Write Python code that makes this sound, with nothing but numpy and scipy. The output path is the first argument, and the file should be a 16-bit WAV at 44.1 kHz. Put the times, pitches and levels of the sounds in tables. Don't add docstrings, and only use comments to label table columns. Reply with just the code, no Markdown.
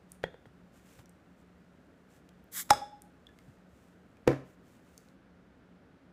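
import sys
import numpy as np
from scipy import signal
from scipy.fft import rfft, irfft, next_fast_len
from scipy.io import wavfile

SR = 44100
rng = np.random.default_rng(int(sys.argv[2]) if len(sys.argv) > 2 else 0)


def log_audio(samples):
    frames = np.atleast_2d(samples).T
    limited = np.clip(frames, -1, 1)
    pcm = np.round(limited * 32767).astype(np.int16)
    wavfile.write(sys.argv[1], SR, pcm)


N = 270091

POP_S = 2.7056
# pitch_hz, level_db, t60_s
NECK_MODES = [(830, -6.2, .082)]


def amp(db):
    return 10 ** (np.asarray(db) / 20)


def unit(x):
    return x / np.sqrt(np.mean(x ** 2) + 1e-20)


def along(points, hz):
    f, v = np.transpose(points)
    return np.interp(np.log(hz + 1), np.log(f + 1), v)


def filtered(x, response):
    m = next_fast_len(len(x) + SR // 2)
    spectrum = rfft(x, m) * response(np.fft.rfftfreq(m, 1 / SR))
    return irfft(spectrum, m)[:len(x)]


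def resonance(f, hz, width):
    return 1j * f * width / (hz * hz - f * f + 1j * f * width)


def causal(gain):
    cepstrum = irfft(np.log(abs(gain) + 1e-6))
    half = len(cepstrum) // 2
    folded = np.r_[cepstrum[0], 2 * cepstrum[1:half]]
    return np.exp(rfft(folded, len(cepstrum)))


def noise(response, size=N):
    return unit(filtered(rng.standard_normal(size), response))


def fade(t60, attack):
    t = np.arange(SR) / SR
    return np.exp(-np.log(1000) * t / t60) * (1 - np.exp(-t / attack))


def ring(modes, attack, blur=0):
    t = np.arange(SR) / SR

    def flutter():
        if not blur:
            return 0
        return blur * (1 - np.exp(-t / .02)) * noise(lambda f: f < 45, size=SR)

    return sum(amp(db) * np.sin(2 * np.pi * hz * t + flutter()) * fade(t60, attack)
               for hz, db, t60 in modes)


def burst(response, decay_s):
    decay = fade(decay_s, attack=.0001)
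    phase = np.angle(rfft(rng.standard_normal(SR) * decay, 2 * SR))
    scatter = irfft(np.exp(1j * phase))[:SR] * decay ** .25
    colour = causal(response(np.fft.rfftfreq(2 * SR, 1 / SR)))
    x = irfft(rfft(scatter, 2 * SR) * colour)[:SR]
    return x * np.linalg.norm(decay) / np.linalg.norm(x)


def at(s, x):
    return np.pad(x, (round(s * SR), N))[:N]


def room(x, wet_db, wall_db, build=0.0062, wall_s=.0275):
    # band_hz, t60_s
    band_decay = [(100, 0.36), (400, 0.39), (1000, .36), (4000, .38), (8000, .35), (15000, 0.27)]
    hz, t, z = signal.stft(rng.standard_normal(SR), SR, nperseg=256)
    damping = np.exp(-np.log(1000) * t / along(band_decay, hz)[:, None])
    tail = signal.istft(z * damping, SR, nperseg=256)[1]
    tail = tail * (1 - np.exp(-np.arange(len(tail)) / SR / build))
    diffuse = signal.fftconvolve(x, tail / np.linalg.norm(tail))[:N]
    return x + amp(wall_db) * at(wall_s, x) + amp(wet_db) * diffuse


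def background():
    # freq_hz, level_db
    air_spectrum = [(15, -48.5), (25, -28), (42, -14.5), (66, -6.5), (110, -12), (190, -8.5), (300, -12.5),
                    (550, -16), (1020, -25), (1450, -22), (2220, -30.5), (4500, -40.5), (7000, -47),
                    (15400, -58)]
    # centre_hz, resonator_width_hz, level_db
    drone_bands = [(179.5, 8.5, -66), (263.5, 50, -70.5)]
    drone = sum(amp(db) * noise(lambda f: resonance(f, hz, width) ** 2) for hz, width, db in drone_bands)
    return amp(-61.5) * noise(lambda f: amp(along(air_spectrum, f))) + drone


def stroke(start, length):
    return np.sin(np.pi * np.clip((np.arange(N) / SR - start) / length, 0, 1))


def handling():
    # start_s, length_s, level_db
    slides = [(0.082, 0.1, -72), (0.717, .11, -68), (0.804, .25, -66), (1.36, .08, -78), (2.076, 0.14, -70),
              (3.278, 0.36, -77.5), (3.66, 0.33, -75.5), (4.435, 0.13, -72.5), (4.619, 0.2, -71.5),
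              (4.779, 0.36, -72.5)]
    # freq_hz, level_db
    cloth_spectrum = [(300, -9), (1000, 3), (2500, 2.5), (4500, -3.5), (7500, 1), (10000, -5),
                      (15000, -6.5)]
    # start_s, level_db, relative_skin_noise_db
    soft_bumps = [(.459, -49, -17), (0.989, -47.5, -8), (3.48, -45.5, -27)]
    rub_power = 0.91
    grip_db, grip_end_s = -84, 5.15

    grain = unit(amp(2 * noise(lambda f: f < 250)))
    grip = amp(grip_db) * (np.arange(N) / SR < grip_end_s)
    sliding = sum(amp(db) * stroke(s, length) ** rub_power for s, length, db in slides)
    friction = np.hypot(grip, sliding)
    rub = friction * grain * noise(lambda f: amp(along(cloth_spectrum, f)))

    thump = lambda: burst(lambda f: resonance(f, 128, 103) ** 2, decay_s=0.075)
    skin = lambda: burst(lambda f: resonance(f, 810, 1000), decay_s=0.1)
    bumps = sum(at(s, amp(db) * (thump() + amp(skin_db) * skin())) for s, db, skin_db in soft_bumps)
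    return rub + bumps


def ticks():
    # start_s, level_db, ring_hz, relative_click_db
    taps = [(0.1188, -41, 9060, 0.5), (1.058, -59.5, 5770, 4.5), (1.094, -58, 8540, 4.5),
            (2.2906, -61, 3300, 9), (2.4417, -62, 13000, 2), (3.0201, -47, 9000, 4),
            (3.2686, -44.5, 3440, -10.5), (3.29, -56, 1720, -5), (3.3882, -58, 2140, 7),
            (4.17, -61, 2424, -1), (4.978, -43, 6300, 1), (5.0864, -65, 4060, 6)]
    ring_cycles = 83
    click = lambda hz: burst(lambda f: resonance(f, hz, 7400) ** 2, decay_s=0.0078)

    def tap(hz, click_db):
        tone = ring([(hz, 0, ring_cycles / hz)], attack=0.00013)
        return tone + amp(click_db) * click(hz)

    train = sum(at(s, amp(db) * tap(hz, click_db)) for s, db, hz, click_db in taps)
    return room(train, wet_db=-14.5, wall_db=-23)


def clacks():
    # start_s, level_db
    strikes = [(.2388, -20.5), (.3425, -46.5), (0.456, -49.5)]
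    # pitch_hz, relative_level_db, t60_s
    bottle_modes = [(171, -18.5, 0.15), (451, -6, 0.07), (490, -12.5, 0.047), (1940, -18, 0.056),
                    (3286, -15, 0.046), (3500, -41, 0.19), (3600, -28, 0.038), (3540, -42.5, 0.5),
                    (6730, -32, .02), (6780, -31, .016)]
    # freq_hz, level_db
    edge_spectrum = [(100, -10), (300, -28), (480, 7.5), (640, 0.5), (900, 0.5), (1200, -14), (1450, -7.5),
                     (1900, -4.5), (2900, -25), (4200, -23), (5500, -47), (7000, -39), (15000, -47)]
    contact = lambda: amp(5.5) * burst(lambda f: amp(along(edge_spectrum, f)), decay_s=0.0078)
    body = lambda: ring(bottle_modes, attack=.0006, blur=1.1)
    blows = sum(at(s, amp(db) * (body() + contact())) for s, db in strikes)
    scrape = burst(lambda f: resonance(f, 1800, 2300) ** 2, decay_s=0.15)
    graze = at(.2315, amp(-53) * scrape)
    return room(blows + graze, wet_db=-17.5, wall_db=-26)


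def hiss():
    # freq_hz, level_db
    gas_spectrum = [(350, -58.5), (600, -26), (787, -15.5), (854, -14), (1800, -4.5), (2150, -4.5),
                    (2570, -17.5), (3410, -4.5), (4420, -9.5), (7710, -3), (8950, -11.5), (10100, -2.5),
                    (11000, -5.5), (13600, -1.5), (15400, -7.5)]
    # pitch_hz, resonator_width_hz, gain_db
    gap_modes = [(1830, 1200, -5.5), (7600, 1200, 0), (9920, 520, -3), (13700, 850, -4)]
    leak_s, leak_db = 2.512, -35.5
    open_s, hold_s, close_s = .065, 0.028, .034
    flow_power = 1.2

    def slit(f):
        return amp(1.0) + sum(amp(db) * abs(resonance(f, hz, width)) ** 2 for hz, width, db in gap_modes)

    jet = noise(lambda f: amp(along(gas_spectrum, f)) * slit(f))
    low = filtered(jet, lambda f: 1 / (1 + (f / 3500) ** 2) ** 2)
    corners_s = np.cumsum([leak_s, open_s, hold_s, close_s])
    slit_width = np.interp(np.arange(N) / SR, corners_s, [0, 1, 1, 0])
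    flow = slit_width ** flow_power
    gas = amp(leak_db) * flow * (jet - (1 - np.sqrt(flow)) * low)
    return room(gas, wet_db=-18.5, wall_db=-32.0)


def echoes(count):
    trip_s, echo_db, trip_loss_db = .11, -30.5, 13
    echo_rise_s, echo_t60_s = 0.0043, 0.16
    linger_db, linger_t60_s = -42, .68
    swell = at(POP_S, amp(linger_db) * fade(linger_t60_s, attack=.02))
    for k in range(count):
        echo = amp(echo_db - k * trip_loss_db) * fade(echo_t60_s, echo_rise_s)
        swell = swell + at(POP_S + (k + 1) * trip_s, echo)
    wander = 0.5 * noise(lambda f: f < 40)
    return swell * np.sin(2 * np.pi * NECK_MODES[0][0] * np.arange(N) / SR + wander)


def pop():
    # start_s, level_db, decay_s (as in burst)
    crimp_snaps = [(2.6925, -47.5, 0.24), (2.7028, -29, 0.03), (2.705, -13.5, 0.02),
                   (2.7069, -12.5, 0.0074)]
    # freq_hz, level_db
    snap_spectrum = [(40, -26), (90, 2), (200, -5), (560, -2.5), (830, -4), (1200, 3.5), (1800, -1),
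                     (2700, -10), (3800, -6.5), (4400, -14), (5200, -8), (7700, -9.5), (15000, -21.5)]
    # pitch_hz, level_db, t60_s
    jolt_modes = [(80, -29, 0.035), (128, -35, 0.056), (258, -28, 0.057), (308, -30.5, 0.053),
                  (430, -23, 0.018), (570, -14, .018), (576, -27, 0.066), (1150, -27.5, .025),
                  (1294, -28, .03), (1666, -35, 0.13)]
    # pitch_hz, level_db, t60_s
    cap_modes = [(3460, -22, .028), (3470, -50, .52), (3600, -52, .45), (3820, -31, .02), (5088, -18, .019),
                 (5110, -46, .42), (5245, -17, .021), (5290, -46, .42), (6540, -55, .25), (7845, -29, .02),
                 (7856, -58, .3)]

    snaps = sum(at(s, amp(db) * burst(lambda f: amp(along(snap_spectrum, f)), decay_s))
                for s, db, decay_s in crimp_snaps)
    jolt = at(POP_S, ring(jolt_modes, attack=0.0013))
    steel = at(POP_S, ring(cap_modes, attack=.0008, blur=2))
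    air = at(POP_S + .0011, ring(NECK_MODES, attack=.002))
    return (room(snaps, wet_db=-15, wall_db=-20.0)
            + room(jolt, wet_db=-7, wall_db=-14.5)
            + room(steel, wet_db=-15.0, wall_db=-14.0)
            + room(air, wet_db=-21.5, wall_db=-31.0)
            + echoes(count=4))


def knock():
    # start_s, level_db, decay_s (as in burst), dulling_hz
    landings = [(4.268, -38, 0.058, 150.4), (4.2747, -25, 0.011, 8980), (4.2777, -8.5, 0.0074, 2310),
                (4.289, -31.5, 0.036, 1300), (4.3145, -29, 0.062, 497), (4.329, -31, 0.056, 350)]
    # freq_hz, level_db
    thud_spectrum = [(50, -13), (110, 3), (200, -3.5), (500, 10.5), (850, -3.5), (1300, 2), (2000, 1.5),
                     (3000, -11), (5000, -11.5), (9000, -17), (13800, -17), (15000, -27)]
    # pitch_hz, level_db, t60_s
    table_modes = [(78.9, -18, 0.025), (133.8, -22, 0.3), (160, -34, 0.16), (262, -32, 0.34),
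                   (293.7, -29.5, 0.27), (339, -19, 0.17), (397.7, -12.5, 0.048), (447, -13.5, .03),
                   (481.2, -3, 0.033), (567, -29, 0.12), (616.6, -36, 0.27), (751, -35.5, 0.21),
                   (1008, -35, 0.12), (1037, -43, 0.38), (1711, -45, 0.23), (2230, -42.5, .18)]
    knock_s = 4.2762

    def base(dull_hz):
        return lambda f: amp(along(thud_spectrum, f)) / np.hypot(1, f / dull_hz)

    contacts = sum(at(s, amp(db) * burst(base(dull_hz), decay_s)) for s, db, decay_s, dull_hz in landings)
    boom = at(knock_s, ring(table_modes, attack=0.0018))
    return room(contacts, wet_db=-9.5, wall_db=-23, build=0.0018) + room(boom, wet_db=-25.5, wall_db=-14.5)


def scene():
    return (background() + handling() + ticks() + clacks() + hiss() + pop() + knock())[None]


def record(dry):
    top_hz = 15350
    bass = lambda f: -f * f / (42 ** 2 - f * f + 55j * f)
    treble = lambda f: 1 / np.sqrt(1 + (f / top_hz) ** 200)
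    return np.array([filtered(x, lambda f: bass(f) * treble(f)) for x in dry])


dry = scene()
out = record(dry)
log_audio(out)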